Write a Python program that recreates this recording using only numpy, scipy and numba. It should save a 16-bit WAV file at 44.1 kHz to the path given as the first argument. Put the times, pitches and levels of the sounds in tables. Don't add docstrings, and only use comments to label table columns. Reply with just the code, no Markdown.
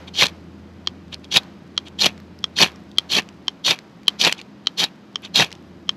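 import sys
import numpy as np
from scipy import signal
from scipy.io import wavfile
from scipy.ndimage import uniform_filter1d
from numba import njit

SR = 44100
rng = np.random.default_rng(int(sys.argv[2]) if len(sys.argv) > 2 else 0)


def wav_out(sig):
    wavfile.write(sys.argv[1], SR, np.round(np.clip(np.atleast_2d(sig).T, -1, 1) * 32767).astype(np.int16))


def level_to_linear(level):
    exponent = np.asarray(level, float) / 20
    return 10 ** exponent


N = 262836

# edge_bites [s], full_pressure [s], pressure_eases [s], edge_clear [s], level [dB]
STROKE_TIMES = [
    (0.132, 0.206, .238, .31, -10),
    (1.303, 1.35, 1.376, 1.405, -11),
    (1.978, 2.019, 2.066, 2.121, -14),
    (2.554, 2.597, 2.636, 2.712, -9.5),
    (3.085, 3.126, 3.188, 3.24, -15),
    (3.636, 3.665, 3.716, 3.783, -14.5),
    (4.181, 4.22, 4.272, 4.37, -12),
    (4.764, 4.794, 4.842, 4.89, -16.5),
    (5.334, 5.358, 5.424, 5.5, -12),
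]
# pitch [hz], width [hz], level [dB]
CRUNCH_BODY = [(193, 152, 4.5), (372, 804, 5), (770, 670, -1.5), (1810, 500, 7), (2497, 684, 12)]
BITE_S = 0.012
COPY_LAG_S = 0.0105


def level(x, db):
    return x * level_to_linear(db) / np.sqrt(np.mean(x ** 2))


@njit
def svf(x, hz, width):
    out, band_state, low_state = np.empty(len(x)), 0., 0.
    for i in range(len(x)):
        g = np.tan(np.pi * hz[i] / SR)
        k = width / hz[i]
        v = (band_state + g * (x[i] - low_state)) / (1 + g * (g + k))
        band_state = 2 * v - band_state
        low_state = low_state + 2 * g * v
        out[i] = k * v
    return out


def band(x, hz, width_hz):
    centre_hz = np.clip(hz * np.ones(N), 20, 0.45 * SR)
    return svf(x + 1e-18, centre_hz, 1. * width_hz)


def body(x, peaks):
    return sum(level_to_linear(db) * band(band(x, hz, width_hz), hz, width_hz) for hz, width_hz, db in peaks)


def walk(rate):
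    k = int(SR / rate)
    held = np.repeat(rng.standard_normal(N // k + 1), k)
    return 0.77 * uniform_filter1d(uniform_filter1d(held, k), k)[:N]


def grit(rate, scatter_db):
    chance, size, sign = rng.random(N), rng.exponential(size=N), rng.standard_normal(N)
    return (chance < rate / SR) * level_to_linear(scatter_db * np.minimum(size, 3)) * sign / np.sqrt(rate)


def ring(hz, t60, rise_s):
    t = np.arange(SR // 20) / SR
    return np.sin(2 * np.pi * hz * t) * np.exp(-np.log(1000) * t / t60) * (1 - np.exp(-t / rise_s))


def burst(fall_s):
    t = np.arange(SR // 20) / SR
    return rng.standard_normal(len(t)) * np.exp(-t / fall_s) * (1 - np.exp(-t / 0.00011))


def add(out, s, sound):
    i = int(s * SR)
    out[i:i + len(sound)] += sound[:N - i]


def hand():
    # start [s], length [s], level [dB], pitch [hz]
    rubs = [
        (0.071, 0.026, -32.5, 3446),
        (1.117, .038, -29.5, 3310),
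        (1.234, .025, -36, 3490),
        (1.853, .038, -35, 3230),
        (4.365, 0.054, -33, 2890),
        (5.223, 0.059, -30.5, 3300),
    ]
    crunch_levels = (-21.5, -19, -8, -2.5)
    fizz_levels = (-36, -26, -23.5, -20)
    contact_pitch = (3550, 3530, 3436, 2730)
    silent_db, build_db_per_s, clear_db = -46.5, 329, -43
    lift_share, lift_db = 0.19, -12.5
    t = np.arange(N) / SR
    motion = np.array([np.full(N, v) for v in (-120., 0., 0., 3200., 0., 0.)])
    for bite, full, ease, clear, db in STROKE_TIMES:
        on = (t >= bite) & (t <= clear)
        gripped, lifted = bite + BITE_S, ease + lift_share * (clear - ease)
        gripped_db = -2.5 - build_db_per_s * (full - gripped)
        motion[0, on] = db + np.interp(t[on], [bite, gripped, full, ease, lifted, clear],
                                       [silent_db, gripped_db, 0, 0, lift_db, clear_db])
        moments = [bite, full, ease, clear]
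        for row, values in enumerate((crunch_levels, fizz_levels, contact_pitch)):
            motion[row + 1, on] = np.interp(t[on], moments, values)
        motion[4, on] = np.interp(t[on], [bite, clear], [0, 1])
    for s, length, db, hz in rubs:
        on = (t >= s) & (t <= s + length)
        along = (t[on] - s) / length
        motion[0, on] = db - 19 * (2 * along - 1) ** 2
        motion[1, on], motion[2, on], motion[3, on] = -14, -40, hz
        motion[4, on] = along
        motion[5, on] = -8
    return motion


def strokes(motion):
    # pitch [hz], width [hz], level [dB]
    rod_modes = [(3230, 530, 3), (3684, 210, 1), (4193, 380, 4.5), (4910, 650, -0.5), (5590, 870, -4),
                 (6860, 180, -11)]
    pressure_db, crunch_db, fizz_db, hz, along, rod_db = motion
    gain = level_to_linear(pressure_db)
    thinning = level_to_linear(-30 * along ** 2.5)
    slips = grit(12000 * thinning, 0.94) * level_to_linear(4.6 * walk(250) + 0.76 * walk(70))
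    contact_hz = hz * (1 + 0.12 * walk(100))
    free_end = level(band(band(slips, contact_hz, 900), contact_hz, 900), 8.5)
    whole_rod = level_to_linear(rod_db) * level(body(slips, rod_modes), 11)
    rod = level(whole_rod + free_end, 0)
    crumbs = level(grit(2500 * thinning, 0.88), 0)
    crunch = level(body(0.89 * level(slips, 0) + crumbs, CRUNCH_BODY), 5.26)
    fizz = level(band(band(slips, 11300, 2300), 11300, 3400), 0)
    mix = level_to_linear(-3.0) * rod + level_to_linear(crunch_db) * crunch + level_to_linear(fizz_db) * fizz
    return uniform_filter1d(gain, size=99) * mix


def snags(motion, count=5):
    rows = []
    for bite, full, ease, clear, db in STROKE_TIMES:
        place, size, pitch = rng.random(count), rng.standard_normal(count), rng.standard_normal(count)
        s = bite + BITE_S + (np.arange(count) + place) / count * (ease - bite)
        pressure_db, crunch_db, _, hz = motion[:4, (s * SR).astype(int)]
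        rows += zip(s, pressure_db + 2 * size, hz * np.exp(0.23 * pitch), crunch_db + 3)
    return rows


def catches(lesser):
    # start [s], level [dB], pitch [hz], crunch [dB against the ring]
    hardest = [(0.2106, -2.5, 2155, -18.5), (0.2312, -3.5, 3820, -7), (0.222, -4, 3100, 6),
               (1.361, 0, 2520, -34), (1.3698, 6, 3750, -32.5), (1.9938, -11.5, 3416, -28),
               (2.0125, -6, 3960, -26), (2.0435, -2, 2900, -11.5), (2.6066, -10, 3325, 2),
               (2.615, 2, 4560, -8), (3.1264, -9.5, 4000, -23.5), (3.166, -3.5, 4335, -12),
               (3.184, -7, 2690, -2), (3.195, -14, 2750, 0), (3.6662, -9.5, 3170, -21),
               (3.6792, -8.5, 4060, -3), (3.7082, -2.5, 3637, -31), (4.213, -4.5, 3275, -42.5),
               (4.238, -5, 4840, -4), (4.2485, 3, 3890, -14), (4.2668, -7, 2790, -3),
               (4.2945, -11, 2590, -9.5), (4.2722, -5, 2560, -2), (4.7925, -10, 3070, -25),
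               (4.8392, 0, 3910, -16), (5.366, -5.5, 4030, -27), (5.3582, -1, 4020, -30),
               (5.397, -2, 3880, -2.5), (5.4061, -2.5, 3906, -7), (5.4213, -2.5, 2630, -5.5)]
    rows = hardest + lesser
    out, spray, knock = np.zeros(N), np.zeros(N), np.zeros(N)
    chance = rng.random((len(rows), 1))
    for (s, db, hz, crunch_db), (a,) in zip(rows, chance):
        bite = ring(hz, 0.009, 0.0006) + 0.5 * ring(hz * (0.8 + 0.5 * a), 0.006, 0.0004)
        judder = np.convolve(burst(0.0065), ring(hz, 0.01, 0.0001)[:400])[:len(bite)]
        add(out, s, level_to_linear(db + 2.5) * (bite + level_to_linear(-28.0) * judder))
        add(spray, s, level_to_linear(db) * burst(0.0026))
        add(knock, s, level_to_linear(db + crunch_db) * burst(0.0037))
    sizzle = level_to_linear(-3) * band(band(spray, 4600, 3000), 4600, 3500)
    hiss = level_to_linear(-27) * band(band(spray, 11200, 3400), 11200, 4200)
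    return out + sizzle + hiss + level_to_linear(1.5) * body(knock, CRUNCH_BODY[:4])


def taps():
    # start [s], peak [dB], main ring pitch [hz], upper modes [dB against the ring]
    touches = [
        (0.8726, -8, 3230, -5),
        (1.7773, -5.5, 3253, -6),
        (2.441, -6.5, 3300, -11),
        (2.9838, 1, 3250, -7.5),
        (3.481, -6, 3168, -10),
        (4.0809, 3, 3156, -7),
        (4.6703, -5, 3158, -1.5),
        (5.1571, -11, 3170, -16),
        (5.892, -4, 3184, -11.5),
    ]
    # pitch [hz], level [dB], decay t60 [s]
    low_modes = [(375, -4.5, 0.016), (1206, 9.5, 0.0095), (1900, 1, 0.014), (2350, 2, 0.013)]
    upper_modes = [(3950, 1, 0.01), (4258, 0, .009)]
    edge_modes = [(4705, -6.5, 0.013), (5510, 4.5, 0.009), (6440, -5, 0.011), (7780, -19.5, 0.0028)]
    out = np.zeros(N)
    chance = rng.standard_normal((len(touches), 3))
    for (s, db, hz, upper_db), (a, b, c) in zip(touches, chance):
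        low_db, edge_db = -16.5 - 0.45 * db, -16 - 0.45 * db
        low = sum(level_to_linear(d) * ring(f * (1 + 0.047 * a), t60, 0.00087) for f, d, t60 in low_modes)
        upper = sum(level_to_linear(d) * ring(f * (1 + 0.062 * b), t60, 0.00031) for f, d, t60 in upper_modes)
        edge = sum(level_to_linear(d) * ring(f * (1 + 0.011 * c), t60, 0.00033) for f, d, t60 in edge_modes)
        crack = np.diff(burst(0.0012), 2, prepend=[0, 0])
        rattle = np.convolve(burst(0.016), ring(hz * 1.27, 0.00067, 0.00019)[:200])[:len(low)]
        rattle = np.roll(rattle, int(COPY_LAG_S * SR))
        t = np.arange(len(low)) / SR
        settle = np.exp(-t / 0.0042) - 0.3
        falloff = np.exp(-(t / 0.0071) ** 2)
        main = ring(hz * (1 + 0.07 * settle), 0.018, 0.00047) * falloff
        side_modes = level_to_linear(low_db - 4.0) * low + level_to_linear(upper_db) * upper + level_to_linear(edge_db) * edge
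        add(out, s, level_to_linear(db + 4) * (main + side_modes + level_to_linear(-47.5) * crack + level_to_linear(-41.0) * rattle))
    return out


def ticks():
    # start [s], level [dB], pitch [hz], high spit [dB against the tick]
    small_hits = [(0.2572, -6.5, 2900, -28.5), (0.2672, -8, 3450, -49), (0.2843, -24, 2287, -30),
                  (1.1434, -17.5, 4300, -33), (1.2442, -28, 3360, -36), (1.4334, -36, 4230, -12),
                  (2.6733, -24.5, 2000, -31), (1.8833, -27.5, 3260, -47), (2.089, -21, 2230, -30),
                  (2.1778, -33, 1940, -32), (2.2009, -34.5, 1900, -7), (2.3894, -35.5, 5100, -9),
                  (2.718, -35.5, 2160, -16), (2.7594, -35.5, 5450, -24), (2.9153, -34.5, 3700, -17),
                  (3.2211, -30.5, 1934, -30), (3.289, -26.5, 2830, -39), (3.789, -23, 2207, -25),
                  (2.0679, -13.5, 2300, -30), (4.0324, -38, 2200, -12), (4.3252, 1.5, 3045, -24),
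                  (4.382, -31, 3070, -32), (4.3994, -32, 1980, -15), (4.4143, -23.5, 2880, -31),
                  (5.2495, -24, 3030, -37), (5.506, -33, 2930, -39), (5.5166, -26, 2050, -34),
                  (5.527, -21, 2980, -37), (5.5523, -33.5, 2890, -42), (5.4452, -15, 3360, -32)]
    out, snap, spit = np.zeros(N), np.zeros(N), np.zeros(N)
    for s, db, hz, spit_db in small_hits:
        add(out, s, level_to_linear(db + 0.5) * ring(hz, 0.0045, 0.000067))
        add(snap, s, level_to_linear(db + 2.5) * burst(0.0014))
        add(spit, s, level_to_linear(db + spit_db + 15.5) * burst(0.0012))
    high_crackle = level(band(grit(60, 3.3), 11500, 3000), -90.5)
    crackle = high_crackle + level(band(grit(80, 2.5), 4300, 2500), -75)
    snap = band(band(snap, 4200, 3100), 4400, 4100)
    spit = band(band(spit, 14000, 4100), 15000, 3500)
    return out + snap + spit + crackle


def forest(near):
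    # pitch [hz], level [dB per Hz]
    air_levels = [(25, -56), (69, -16), (191, -4), (383, -12), (1100, -17), (5280, -30.5), (9020, -53.5),
                  (12100, -46.5)]
    # time [s], pitch [hz], level [dB]
    motor = [(0.0, 83.5, -47), (1.06, 82.8, -48), (1.48, 82.5, -56), (2.092, 83.8, -49), (2.82, 82, -53),
             (3.469, 80, -58.5), (3.6, 82, -69), (4.2, 83, -61.5), (4.9, 81, -74.5), (5.46, 81.6, -53),
             (5.96, 80.8, -55.5)]
    # pitch [hz], width [hz], level [dB]
    drone_bands = [(176.8, 10, -51), (205.2, 2.1, -51), (267.6, 15, -54.5), (337.4, 29, -54)]
    t = np.arange(N) / SR
    s, hum_hz, hum_db = np.transpose(motor)
    air_hz, air_db = np.transpose(air_levels)
    bass_db = 0.15 * np.interp(t, s, hum_db)
    bass_swell_db = bass_db - bass_db.mean()
    trees_db, trees_t60_s, earlier_db = 24.5, 0.65, -16
    fade = level_to_linear(-120 / (trees_t60_s * SR))
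    wash = signal.lfilter([1 - fade], [1, -fade], near ** 2, zi=[level_to_linear(earlier_db) ** 2])[0]
    treble_db = 10 * np.log10(1 + level_to_linear(2 * trees_db) * wash)
    air = 0
    for hz in 30 * 2 ** np.arange(0, 8.9, 1 / 3):
        db = np.interp(np.log(hz), np.log(air_hz), air_db)
        treble_share = np.clip(np.log2(hz / 300) / 1.5, 0, 1)
        follow = 1 + 1.7 * (hz < 110)
        swell_db = (1 - treble_share) * follow * bass_swell_db + treble_share * (treble_db - 5)
        noise = band(band(rng.standard_normal(N), hz, hz / 3), hz, hz / 3)
        air = air + level_to_linear(db + swell_db + 0.5 * walk(9)) * noise
    phase = np.cumsum(np.interp(t, s, hum_hz) + 2.6 * walk(8.4)) / SR
    hum_gain = np.sqrt(2) * level_to_linear(np.interp(t, s, hum_db) + 0.52 * walk(24))
    hum = hum_gain * np.sin(2 * np.pi * phase)
    drone = sum(level(band(rng.standard_normal(N), f, w), d) for f, w, d in drone_bands)
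    return level(air, -45.5) + hum + drone * level_to_linear(bass_swell_db)


def scene():
    motion = hand()
    near = strokes(motion) + catches(snags(motion)) + taps() + ticks()
    near = signal.sosfilt(signal.butter(2, 110, "high", fs=SR, output="sos"), near)
    dull, lag = band(near, 3600, 4300), int(COPY_LAG_S * SR)
    copies = 0
    for k in range(2):
        after, before = np.roll(dull, lag * (k + 1)), np.roll(dull, -lag * (k + 1))
        copies = copies + level_to_linear(-23 - 15 * k) * (after + 0.35 * before)
    mono = near + copies + forest(near)
    return np.array([mono, mono])


def band_limit(x):
    return signal.sosfilt(signal.butter(12, 16170, fs=SR, output="sos"), x)


def record(dry):
    mid = 1.5 * np.tanh(dry[0] / 1.5)
    mid = mid - 0.95 * band(mid, 9050, 750)
    mid = signal.sosfilt(signal.cheby2(8, 45, 14740, fs=SR, output="sos"), mid)
    scatter = np.interp(np.arange(N) - 30 - 6 * walk(44), np.arange(N), mid)
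    top = band(band(mid, 12800, 4500), 10000, 6000)
    side = 1.1 * band(band(scatter, 12600, 4000), 12600, 5000) - 0.32 * top
    side = side + 0.12 * band(scatter, 8600, 3500) + 0.016 * scatter
    both = np.clip([mid + side, mid - side], -1, 1)
    return band_limit(both)


dry = scene()
out = record(dry)
wav_out(out)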